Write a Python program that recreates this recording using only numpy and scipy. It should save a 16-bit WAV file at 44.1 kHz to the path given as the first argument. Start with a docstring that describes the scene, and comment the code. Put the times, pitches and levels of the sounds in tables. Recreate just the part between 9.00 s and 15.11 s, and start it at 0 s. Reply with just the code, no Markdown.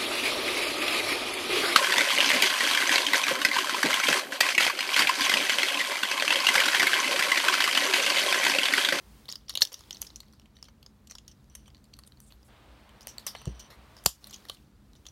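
"""At a table in a quiet, humming room a hollow plastic figure is turned and folded close to a small microphone.
Joints click as scratchy bursts driving damped shell modes; loose panels rattle and rub as showers of ringing
grains. Dragged joints and sliding fingertips scratch as resonant noise. Hum, hiss and a passing steady rush are
coloured noise. A soft bump, and later a hard snap, set low modes of the table top ringing."""
import sys
import numpy as np
from scipy import signal
from scipy.fft import rfft, irfft, next_fast_len
from scipy.io import wavfile
from scipy.ndimage import uniform_filter1d, minimum_filter1d

SR = 44100
rng = np.random.default_rng(int(sys.argv[2]) if len(sys.argv) > 2 else 0)


def pcm_store(signal):
    """Save signal as 16-bit PCM."""
    levels = np.round(np.clip(np.atleast_2d(signal), -1, 1) * 32767)
    wavfile.write(sys.argv[1], SR, levels.astype(np.int16).T)


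N = 269533

# room resonances in the hum: centre_hz, width_hz, level_db
HUM_RESONANCES = [(57, 13, -60), (132.8, 9.1, -66.5), (211.6, 19, -65.5), (303, 9.8, -75)]
# colour of the room hum: frequency_hz, density_db (relative, per Hz)
HUM_COLOUR = [(18, -35), (30, -3), (65, 4), (168, -11), (221, -7.5), (473, -20.5), (955, -23.5),
              (1330, -23), (2500, -36.5), (3250, -61.5), (5500, -120)]
# microphone hiss swelling and sinking: time_s, treble_level_db (above 9 kHz)
HISS_LEVEL = [(0, -68.5), (.2, -66.5), (.5, -79.5), (.66, -56.5), (.83, -68), (1.02, -66), (1.14, -73),
              (1.41, -80.5), (3.98, -75.5), (4.25, -71), (4.41, -81), (5.04, -70.5), (5.21, -64.5),
              (5.55, -71), (5.73, -80.5), (6.11, -74)]
# colour of the hiss: frequency_hz, density_db (relative, per Hz)
HISS_COLOUR = [(180, -21), (300, -3.5), (535, -8.5), (631, -10), (1040, -8.5), (1260, -11.5), (3470, -15.5),
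               (12400, -20), (15600, -20)]
# steady rush: start_s, length_s, level_db
RUSHES = [(3.48, 1.6, -60.5), (5.12, 0.42, -67.5)]
# colour of the rush: frequency_hz, density_db (relative, per Hz)
RUSH_COLOUR = [(180, -36), (300, -1.5), (441, -0.5), (577, 0.5), (1050, 0.5), (1610, -4), (3570, -8.5),
               (6770, -26.5), (9000, -21.5), (11700, -63), (19800, -120)]
# parts rubbing in the fingers: time_s, level_db
HANDLING_LEVEL = [(0, -75), (.25, -77.5), (.8, -66.5), (1.3, -73), (1.5, -82), (2, -84.5), (2.3, -76.5),
                  (2.7, -84.5), (3.15, -82.5), (3.28, -75), (3.45, -76.5), (3.95, -74.5), (4.4, -65),
                  (4.7, -74.5), (5, -73.5), (5.35, -64), (5.6, -78.5), (6.11, -82.5)]
# joint clicks: start_s, peak_db, centre_hz (of the part that rings), treble_db, knock_db,
# burst_t60_s (limited to 0.002-0.2 s)
CLICKS = [(.2554, -42.5, 4146, -6, -4, 0.012), (.2835, -34.5, 3993, -23, -12, 0.023),
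          (.2875, -28, 4630, -9.5, -9, 0.031), (.298, -30.5, 5450, -20, -9.5, 0.047),
          (.3145, -28.5, 5675, -22, -19, 0.018), (0.3242, -23, 5113, -16, -16, 0.0081),
          (0.3323, -38, 3920, -9, -2, 0.047), (0.3557, -28, 5080, -25, -18, 0.014),
          (0.4822, -36.5, 5480, -19, -12, 0.039), (0.4941, -23.5, 4240, -8, -19, 0.022),
          (0.5022, -26, 5540, -23, -8.5, 0.026), (.5267, -39.5, 3990, -16, -15, 0.03),
          (0.5378, -38.5, 5200, -8, -4, 0.019), (0.553, -18, 3660, -10.5, -11, 0.0078),
          (.5548, -17.5, 3425, -7.5, -10, 0.01), (0.574, -13, 4000, -33, -17, 0.0054),
          (0.5821, -36, 3874, -24, -14, 0.025), (0.6084, -23.5, 3993, -3, -3.5, 0.02),
          (0.6147, -18.5, 6300, -6, -11, 0.0046), (0.6189, -3, 4150, -8.5, -13.5, 0.0094),
          (0.6199, -16.5, 1735, -33, -23, 0.0027), (0.6227, -6.5, 5450, -5, -15.5, 0.035),
          (0.6289, -15, 5670, -9.5, -27, 0.0088), (.634, -24.5, 5870, -11.5, -25.5, 0.013),
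          (.6508, -13.5, 5230, -12, -27, 0.015), (0.6722, -23, 5600, -20, -21, 0.01),
          (0.7185, -29, 5540, -15, -7, 0.19), (.7288, -25, 5495, 8, -15, 0.015),
          (.741, -17, 5630, -8.5, -21, 0.02), (0.7916, -38, 4090, 0, -17, .014),
          (0.8072, -35.5, 5820, -10, -7, 0.014), (0.8367, -44, 3627, -11, -6, 0.017),
          (0.9078, -22, 3416, -12, -17.5, 0.0095), (.9277, -30.5, 6100, -19, -11, .019),
          (0.9452, -37, 4390, -8, -17, 0.034), (.9586, -40, 3430, -15, -12, 0.018),
          (0.9689, -35, 5870, -21, -20, 0.0099), (1.013, -37.5, 5940, -9, -14, .01),
          (1.017, -15.5, 6390, 5, -12.5, .012), (1.0243, -31, 5980, -22, -14, 0.022),
          (1.0473, -42.5, 3075, -7, -15, .027), (1.0666, -35.5, 5410, -30, -12.5, 0.053),
          (1.0902, -48, 5280, -14, -16, .01), (1.1027, -40, 4010, -22, -7, 0.017),
          (1.159, -28.5, 5824, -23, -23, 0.016), (1.1654, -40.5, 7620, -3, -20, 0.0076),
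          (1.203, -34, 4330, -9.5, -15.5, 0.014), (1.231, -49, 4130, -14, 1.5, 0.02),
          (1.283, -52, 4320, -12.5, -2, 0.0056), (1.3259, -50, 6020, -3, -13.5, .009),
          (1.334, -48.5, 4600, -3, -2.5, 0.033), (1.3969, -42, 5850, -16, -13.5, .006),
          (1.4166, -51.5, 3290, -14, -8, 0.013), (1.4571, -48.5, 2860, -13, -4, 0.022),
          (1.567, -43.5, 4320, -19, -6, .013), (1.5872, -49.5, 4310, -10, 0, 0.0091),
          (1.6268, -31, 5204, -21, -8, 0.0069), (1.6419, -43, 5400, -12.5, -3, 0.022),
          (1.6521, -45.5, 4180, -19, -15, .045), (1.6835, -44, 2846, -18, -4.5, 0.026),
          (1.8278, -40, 4355, -8.5, -15.5, .015), (1.862, -38, 4807, -20, -11, 0.016),
          (2.0717, -42.5, 5694, -10.5, -19, 0.023), (2.0971, -40.5, 5910, -15, -10, 0.12),
          (2.11, -31, 5774, -23, -14, 0.018), (2.119, -39, 5870, -21, -14, 0.016),
          (2.1518, -33.5, 5425, -20, -9.5, .024), (2.1836, -35.5, 5850, -21.5, -18, .012),
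          (2.2792, -35, 5670, -10.5, -14.5, 0.021), (2.314, -47.5, 5540, -14, -10, 0.037),
          (2.443, -53.5, 5577, -16, -11, 0.004), (2.498, -50.5, 5596, -9.5, -10, 0.017),
          (2.5514, -31.5, 5815, 3.5, -5, 0.024), (2.658, -52, 2978, -14, -6, 0.026),
          (2.6788, -45, 2930, -19.5, -2, 0.022), (2.7026, -50.5, 4895, -15, -5, 0.0097),
          (2.7467, -41.5, 4220, -14, -2, 0.009), (2.7542, -51.5, 4320, -12, -3, 0.0099),
          (2.7683, -50, 4370, -18, -11, 0.0046), (2.779, -53.5, 4350, -14.5, -7.5, .005),
          (2.8414, -49.5, 4500, 0, -9, .016), (2.8532, -54, 4346, -10.5, -8, 0.0075),
          (2.9338, -47.5, 3458, -22, -8, 0.033), (2.9373, -36, 4570, -15, -15, 0.011),
          (2.9672, -47.5, 4310, -3, -7, 0.0099), (2.9887, -37, 4480, -1, -4, 0.022),
          (3.0361, -40, 4290, -12, -7, 0.0018), (3.048, -53, 3786, -7, 0, 0.017),
          (3.0627, -55, 2610, -5, -15, 0.033), (3.0744, -40, 7500, -4, -13, .009),
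          (3.121, -44.5, 4174, -8.5, -7, .007), (3.172, -50.5, 4393, -13, -7, .009),
          (3.2022, -39.5, 7190, 3.5, -6.5, 0.011), (3.3047, -50.5, 2840, -10, -2, 0.073),
          (3.3222, -41.5, 4180, -11, -6.5, 0.0069), (3.4295, -50.5, 5170, -8.5, 1.5, 0.02),
          (3.8922, -44, 2930, -8, -3, 0.014), (4.008, -39, 5600, -10, -13, 0.013),
          (4.0157, -43.5, 5333, -5, -19, .044), (4.0287, -44, 5660, -11, -7, .032),
          (4.0708, -23.5, 5820, 2.5, -2, 0.0059), (4.0785, -37.5, 5460, -13, -20, 0.16),
          (4.0876, -38.5, 6000, -5, -32, 0.078), (4.1821, -25.5, 4210, -3, -5.5, 0.0037),
          (4.1937, -39.5, 4330, -3, -6, 0.082), (4.2657, -20, 5785, 0.5, -7, 0.041),
          (4.2757, -24.5, 5443, -1.5, -11, 0.14), (4.3501, -29.5, 2794, -17, 6.5, 0.015),
          (4.3526, -35.5, 1723, -30, -21, 0.014), (4.361, -42.5, 4060, -8, -1, 0.2),
          (4.416, -40, 3100, -1, 9, 0.025), (4.4553, -31.5, 5720, -16, -2.5, 0.0052),
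          (4.474, -43, 6010, -18, -4, 0.022), (4.5947, -37, 5760, -5, -12, 0.058),
          (4.6058, -40, 5800, -23, -15, 0.022), (4.7025, -42, 4015, -7.5, 7.5, 0.16),
          (4.727, -46, 4220, -15, 6, 0.053), (4.967, -37, 4960, -14, -2.5, .015),
          (4.975, -46, 5100, -12.5, -13.5, 0.12), (4.9867, -46, 4940, -19, -7, 0.014),
          (5.0393, -38, 7190, 9, -25, 0.0034), (5.049, -39, 7350, -2, -27.5, 0.011),
          (5.0571, -29.5, 7350, -6, -23.5, 0.011), (5.0598, -3.5, 7430, -5, -9, 0.0083),
          (5.0619, -6, 4663, 4, -10.5, 0.016), (5.0605, -20.5, 719, -24, -16, 0.0094),
          (5.068, -25.5, 5100, -5.5, -31.5, 0.38), (5.0736, -23, 7220, -1.5, -36, 0.28),
          (5.089, -26, 7200, 0.5, -36, .03), (5.2426, -30, 4050, -9, -21, 0.0046),
          (5.27, -37.5, 4058, 10, 2, .027), (5.2959, -42, 6240, -17, -13, 0.031),
          (5.308, -37, 7260, -9, -8.5, 0.023), (5.3278, -37, 3540, -10, -15, 0.068),
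          (5.335, -35, 6020, -12, -14, 0.015), (5.3402, -30.5, 5940, -16, -31, 0.04),
          (5.3609, -38.5, 6314, -6, -11, 0.013), (5.4523, -39.5, 3994, -5, 11, 0.0082),
          (5.4852, -36, 4344, -13, -17, 0.037), (5.4963, -22.5, 4200, -14, -12, 0.013),
          (5.4995, -33.5, 1173, -12, -30, 0.0067), (5.514, -43, 4200, -12, -15, 0.082),
          (5.546, -43.5, 4320, -8, -20, .023), (5.5691, -51, 3380, -20, -18, 0.022),
          (5.9328, -48, 3796, -13, -7.5, .008), (5.9521, -50, 3623, -11, -3.5, 0.031),
          (5.958, -53.5, 5660, -21, -20, 0.077), (6.054, -42, 3453, -31, -8, 0.021),
          (6.0652, -35, 3500, -25, -21.5, 0.025), (6.0649, -37.5, 6150, -25, -13, 0.016),
          (6.0852, -39.5, 6150, -31.5, -12, 0.018)]
# broad, damped modes of the plastic shells: centre_hz, width_hz, gain_db
SHELL_MODES = [(540, 210, -0.5), (1137, 320, 0), (1970, 400, -2), (2980, 500, 6), (3900, 750, 1.5),
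               (4430, 390, 6), (5090, 1100, 0.5), (5850, 790, 6.5), (6290, 970, 2), (6995, 540, 2.5),
               (9070, 1700, -6.5), (11460, 540, -4), (12250, 1000, -6), (13830, 1400, -7.5),
               (14600, 1700, -15)]
# reverberation of the room: frequency_hz, t60_s
ROOM_DECAY = [(300, 0.12), (1500, 0.17), (4000, 0.12), (12000, 0.16)]
# modes of the leg joint: centre_hz, width_hz, gain_db
JOINT_MODES = [(3040, 280, -7.5), (4490, 60, -9.5), (5750, 180, -6), (6100, 78, -4), (8670, 77, -11.5),
               (10000, 200, -24), (11900, 300, -28)]
# strokes of the joint dragged round: start_s, length_s, level_db (at the start)
DRAG_STROKES = [(1.55, 0.075, -66), (1.63, 0.077, -63.5), (2.28, .05, -62.5), (2.5, 0.063, -66),
                (2.56, 0.093, -64), (2.66, 0.037, -63), (4.38, 0.082, -54.5), (4.452, .08, -54),
                (4.543, .055, -61), (4.594, 0.093, -53)]
# fingertips sliding on smooth panels: start_s, length_s, level_db, centre_hz, width_hz
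FINGER_SLIDES = [(1.337, 0.025, -72.5, 4930, 3000), (3.062, .025, -58.5, 9200, 1500),
                 (3.204, 0.06, -64.5, 8700, 2550), (3.257, 0.046, -63, 8300, 3500),
                 (3.291, 0.076, -73, 12600, 3010), (3.44, 0.058, -68, 9070, 5970),
                 (4.71, 0.056, -70.5, 9000, 6000), (5.523, 0.035, -63, 7900, 7160)]
# blows to the table: start_s, level_db, decay_ratio (to the free table), contact_s (time constant)
THUDS = [(4.471, -19.5, 1, 0.00079), (5.0605, -17.5, 0.35, 0.00023)]
# modes of the free table top: frequency_hz, gain_db, t60_s
TABLE_MODES = [(59.8, -11, 0.36), (127.2, -2.5, 0.064), (190, -9.5, 0.15), (431.5, -12, 0.065),
               (620, -18.5, 0.067)]

HUM_DB = -63.5  # rms of the broad hum
# rattle after a click: dB at a 0 dB click, dB per dB of click, s
RATTLE_DB, RATTLE_GROWS, RATTLE_T60_S = -42.5, 0.92, 0.39
HANDLING_HZ = 4260
HANDLING_SPREAD, RATTLE_SPREAD = 0.19, 0.23  # scatter of the grains' pitch (log Hz)
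ROOM_DB = -14  # the room's answer under each click
EDGE_S = 0.0063  # rise and fall of a drag stroke or rush
DRAG_FADE_DB_PER_S = 120  # a stroke starts with a jerk and slackens
TOP_HZ = 16800  # band limit


def amp(db):
    """Decibel law: amplitude gain of a dB value."""
    return 10 ** (np.asarray(db) / 20)


def unit(x):
    """Normalisation: x at rms 1."""
    return x / np.sqrt(np.mean(x ** 2) + 1e-20)


def along(points, hz):
    """Interpolation of (Hz, value) points on a logarithmic frequency axis."""
    f, v = np.transpose(points)
    return np.interp(np.log(hz + 1), np.log(f + 1), v)


def level_curve(rows):
    """Linear interpolation in time: one level in dB per sample from (s, dB) rows."""
    s, db = np.transpose(rows)
    return np.interp(np.arange(N) / SR, s, db)


def filtered(x, response):
    """Linear filtering: the spectrum of x times a response of frequency."""
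    m = next_fast_len(N + SR // 2)
    return irfft(rfft(x, m) * response(np.fft.rfftfreq(m, 1 / SR)), m)[..., :N]


def noise(colour):
    """Coloured noise: white noise shaped by a spectrum, at rms 1."""
    return unit(filtered(rng.standard_normal(N), lambda hz: amp(along(colour, hz))))


def resonances(modes, f):
    """Modal superposition: response at f of (Hz, width, gain) modes of alternating sign."""
    total = 0
    for k, (centre, width, gain) in enumerate(modes):
        damping = 1j * f * width
        total = total + (-1) ** k * gain * damping / (centre * centre - f * f + damping)
    return total


def spans(rows, fade_db_per_s=0):
    """Gated envelope: gain of (start, length, dB) rows with a short rise, a hold that may fade, a short fall."""
    t = np.arange(N) / SR
    gain = np.zeros(N)
    for s, length, db in rows:
        hold = amp(db - fade_db_per_s * np.clip(t - s, 0, length))
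        edges = np.clip(np.minimum(t - s, s + length - t) / EDGE_S, 0, 1)
        gain += hold * edges
    return gain


def add(track, s, sound):
    """Superposition: mixes a sound into a track at a time."""
    part = track[round(s * SR):][:len(sound)]
    part += sound[:len(part)]


def background():
    """Stationary noise: low hum with room resonances, swelling microphone hiss and the passing rush."""
    hum = amp(HUM_DB) * noise(HUM_COLOUR)
    for centre_hz, width_hz, db in HUM_RESONANCES:
        mode = [(centre_hz, width_hz, 1)]
        hum += amp(db) * unit(filtered(rng.standard_normal(N), lambda f: resonances(mode, f)))
    hiss = noise(HISS_COLOUR)
    hiss /= np.std(filtered(hiss, lambda hz: hz > 9000))
    return hum + amp(level_curve(HISS_LEVEL)) * hiss + spans(RUSHES) * noise(RUSH_COLOUR)


def shaking():
    """Energy balance: steady handling plus the decaying rattle each click leaves near its own ring."""
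    s, peak_db, hz = np.transpose(CLICKS)[:3]
    at = np.round(s * SR).astype(int)
    # the factor 2 turns amplitude dB into power
    kick = amp(2 * (RATTLE_DB + RATTLE_GROWS * peak_db))
    kicks = [np.bincount(at, kick, N), np.bincount(at, kick * hz, N)]
    decay = amp(-2 * 60 / (RATTLE_T60_S * SR))
    rattle, pitched = signal.lfilter([1], [1, -decay], kicks)
    steady = amp(2 * level_curve(HANDLING_LEVEL))
    power = steady + rattle
    # power-weighted means
    centre_hz = (steady * HANDLING_HZ + pitched) / power
    spread = (steady * HANDLING_SPREAD + rattle * RATTLE_SPREAD) / power
    return power, centre_hz, spread


def rustle(grains_per_s=2500, cycles=8, scatter_db=4.5):
    """Stick-slip: tiny slips of rubbing parts, each a short ring near the colour of the part being handled."""
    power, centre_hz, spread = shaking()
    count = int(grains_per_s * N / SR)
    at = rng.integers(0, N - 200, count)
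    pitch_hz = centre_hz[at] * np.exp(spread[at] * rng.standard_normal(count))
    hz = np.clip(pitch_hz, 800, 15000)[:, None]
    t = np.arange(200) / SR
    strength = amp(scatter_db * np.minimum(rng.exponential(size=(count, 1)), 4))
    # each ring falls to 1/e in the given number of cycles
    grains = strength * np.exp(-t * hz / cycles) * np.sin(2 * np.pi * hz * t)
    places = at[:, None] + np.arange(200)
    shower = np.bincount(places.ravel(), grains.ravel(), N)
    return np.sqrt(power) * unit(shower)


def tap(centre_hz, treble_db, knock_db, t60, draw):
    """Impact excitation: a short scratchy burst drives the shell, most near the struck part's ring; peak 1."""
    rise_s = 0.00036
    t = np.arange(4096) / SR
    hz, width, db = np.transpose(SHELL_MODES)
    distance = np.log(hz / centre_hz)
    # a narrow peak on a broad skirt 10 dB down
    near = np.exp(-.5 * (distance / 0.077) ** 2) + amp(-10) * np.exp(-.5 * (distance / 0.8) ** 2)
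    weight = np.where(hz < 2200, amp(knock_db), near)
    weight = np.where(hz > 8000, amp(treble_db), weight)
    weight = weight * amp(db + 2.7 * draw[-len(hz):])  # each tap excites the modes a little differently
    burst = draw[:len(t)] * amp(-60 * t / np.clip(t60, .002, .2)) * (1 - np.exp(-t / rise_s))
    burst[round(rise_s * SR)] += 2.3  # one hard, dry impulse at the touch
    f = np.fft.rfftfreq(len(t), 1 / SR)
    own_ring = resonances([(centre_hz, centre_hz / 11, 1)], f)
    body = resonances(zip(hz, width, weight), f) + own_ring
    sound = irfft(rfft(burst) * body)
    return sound / np.abs(sound).max()


def echo(sound, draw):
    """Reverberation: after a 5 ms gap each frequency of a noise tail dies at its own speed."""
    hz, t, z = signal.stft(draw, SR, nperseg=256)
    decay = amp(-60 * t / along(ROOM_DECAY, hz)[:, None])
    tail = signal.istft(z * decay, SR, nperseg=256)[1]
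    tail = tail / np.linalg.norm(tail)
    return np.pad(signal.fftconvolve(sound, tail), (SR // 200, 0))


def clicks():
    """Impact and reverberation: joints snap, and the room answers each one anew."""
    out = np.zeros(N)
    draws = rng.standard_normal((len(CLICKS), SR // 3))
    for (s, peak_db, *part), draw in zip(CLICKS, draws):
        sound = amp(peak_db) * tap(*part, draw[:SR // 10])
        add(out, s, sound)
        add(out, s, amp(ROOM_DB) * echo(sound, draw[SR // 10:]))
    return out


def friction(lumpy_db=2.0):
    """Friction noise: uneven scratching makes the dragged joint sing in its modes and fingers hiss on panels."""
    lumps = unit(uniform_filter1d(rng.standard_normal((2, N)), SR // 300))
    joint_scratch, finger_scratch = rng.standard_normal((2, N)) * amp(lumpy_db * lumps)
    modes = [(centre_hz, width_hz, amp(db)) for centre_hz, width_hz, db in JOINT_MODES]
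    singing = unit(filtered(joint_scratch, lambda f: resonances(modes, f)))
    out = spans(DRAG_STROKES, DRAG_FADE_DB_PER_S) * singing
    for s, length, db, centre_hz, width_hz in FINGER_SLIDES:
        part = finger_scratch[round(s * SR):][:round(length * SR)]
        f = np.fft.rfftfreq(len(part), 1 / SR)
        band = resonances([(centre_hz, width_hz, 1)], f) ** 2
        hiss = unit(irfft(rfft(part) * band, len(part)))
        add(out, s, amp(db) * signal.windows.tukey(len(part), .5) * hiss)
    return out


def thud(scuff_db=-8, scuff_t60_s=0.1):
    """Modal decay: blows ring the table top low, with a dull scuff; a longer contact is duller."""
    out = np.zeros(N)
    t = np.arange(SR // 3) / SR
    scuff_colour = [(40, -19), (150, 5.0), (600, -4.5), (1100, -32.5), (3000, -88.5)]  # Hz, dB per Hz
    for s, level_db, decay, contact_s in THUDS:
        ring = np.zeros(len(t))
        for k, (hz, db, t60) in enumerate(TABLE_MODES):
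            ring += (-1) ** k * amp(db - 60 * t / (decay * t60)) * np.sin(2 * np.pi * hz * t)
        scuff = amp(scuff_db - 60 * t / (decay * scuff_t60_s)) * noise(scuff_colour)[:len(t)]
        contact = np.exp(-t / contact_s) / (1 + contact_s * SR)
        add(out, s, amp(level_db) * signal.fftconvolve(ring + scuff, contact)[:len(t)])
    return out


def scene():
    """Superposition: every source summed at the single microphone."""
    return (background() + rustle() + clicks() + friction() + thud())[None]


def record(dry, knee_db=-12, slope=1.0, smooth_s=0.024, low_hz=40):
    """Gain control and band limiting: loud peaks duck the level for a moment; deep bass and top are cut."""
    over_db = np.maximum(20 * np.log10(np.abs(dry[0]) + 1e-9) - knee_db, 0)
    # the largest excess is held for 1/7 s, then smoothed
    held_db = -minimum_filter1d(-over_db, SR // 7, origin=SR // 14 - 1)
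    fade = np.exp(-1 / (smooth_s * SR))
    duck_db = slope * signal.lfilter([1 - fade], [1, -fade], held_db)

    def capsule(hz):
        """Band-pass response: steep bass cut, and a slope down to silence at the band limit."""
        top = np.clip((TOP_HZ - hz) / 1000, 0, 1) ** 2
        return top / np.sqrt(1 + (low_hz / (hz + 1)) ** 8)

    return filtered(dry * amp(-duck_db), capsule)


dry = scene()
out = record(dry)
pcm_store(out)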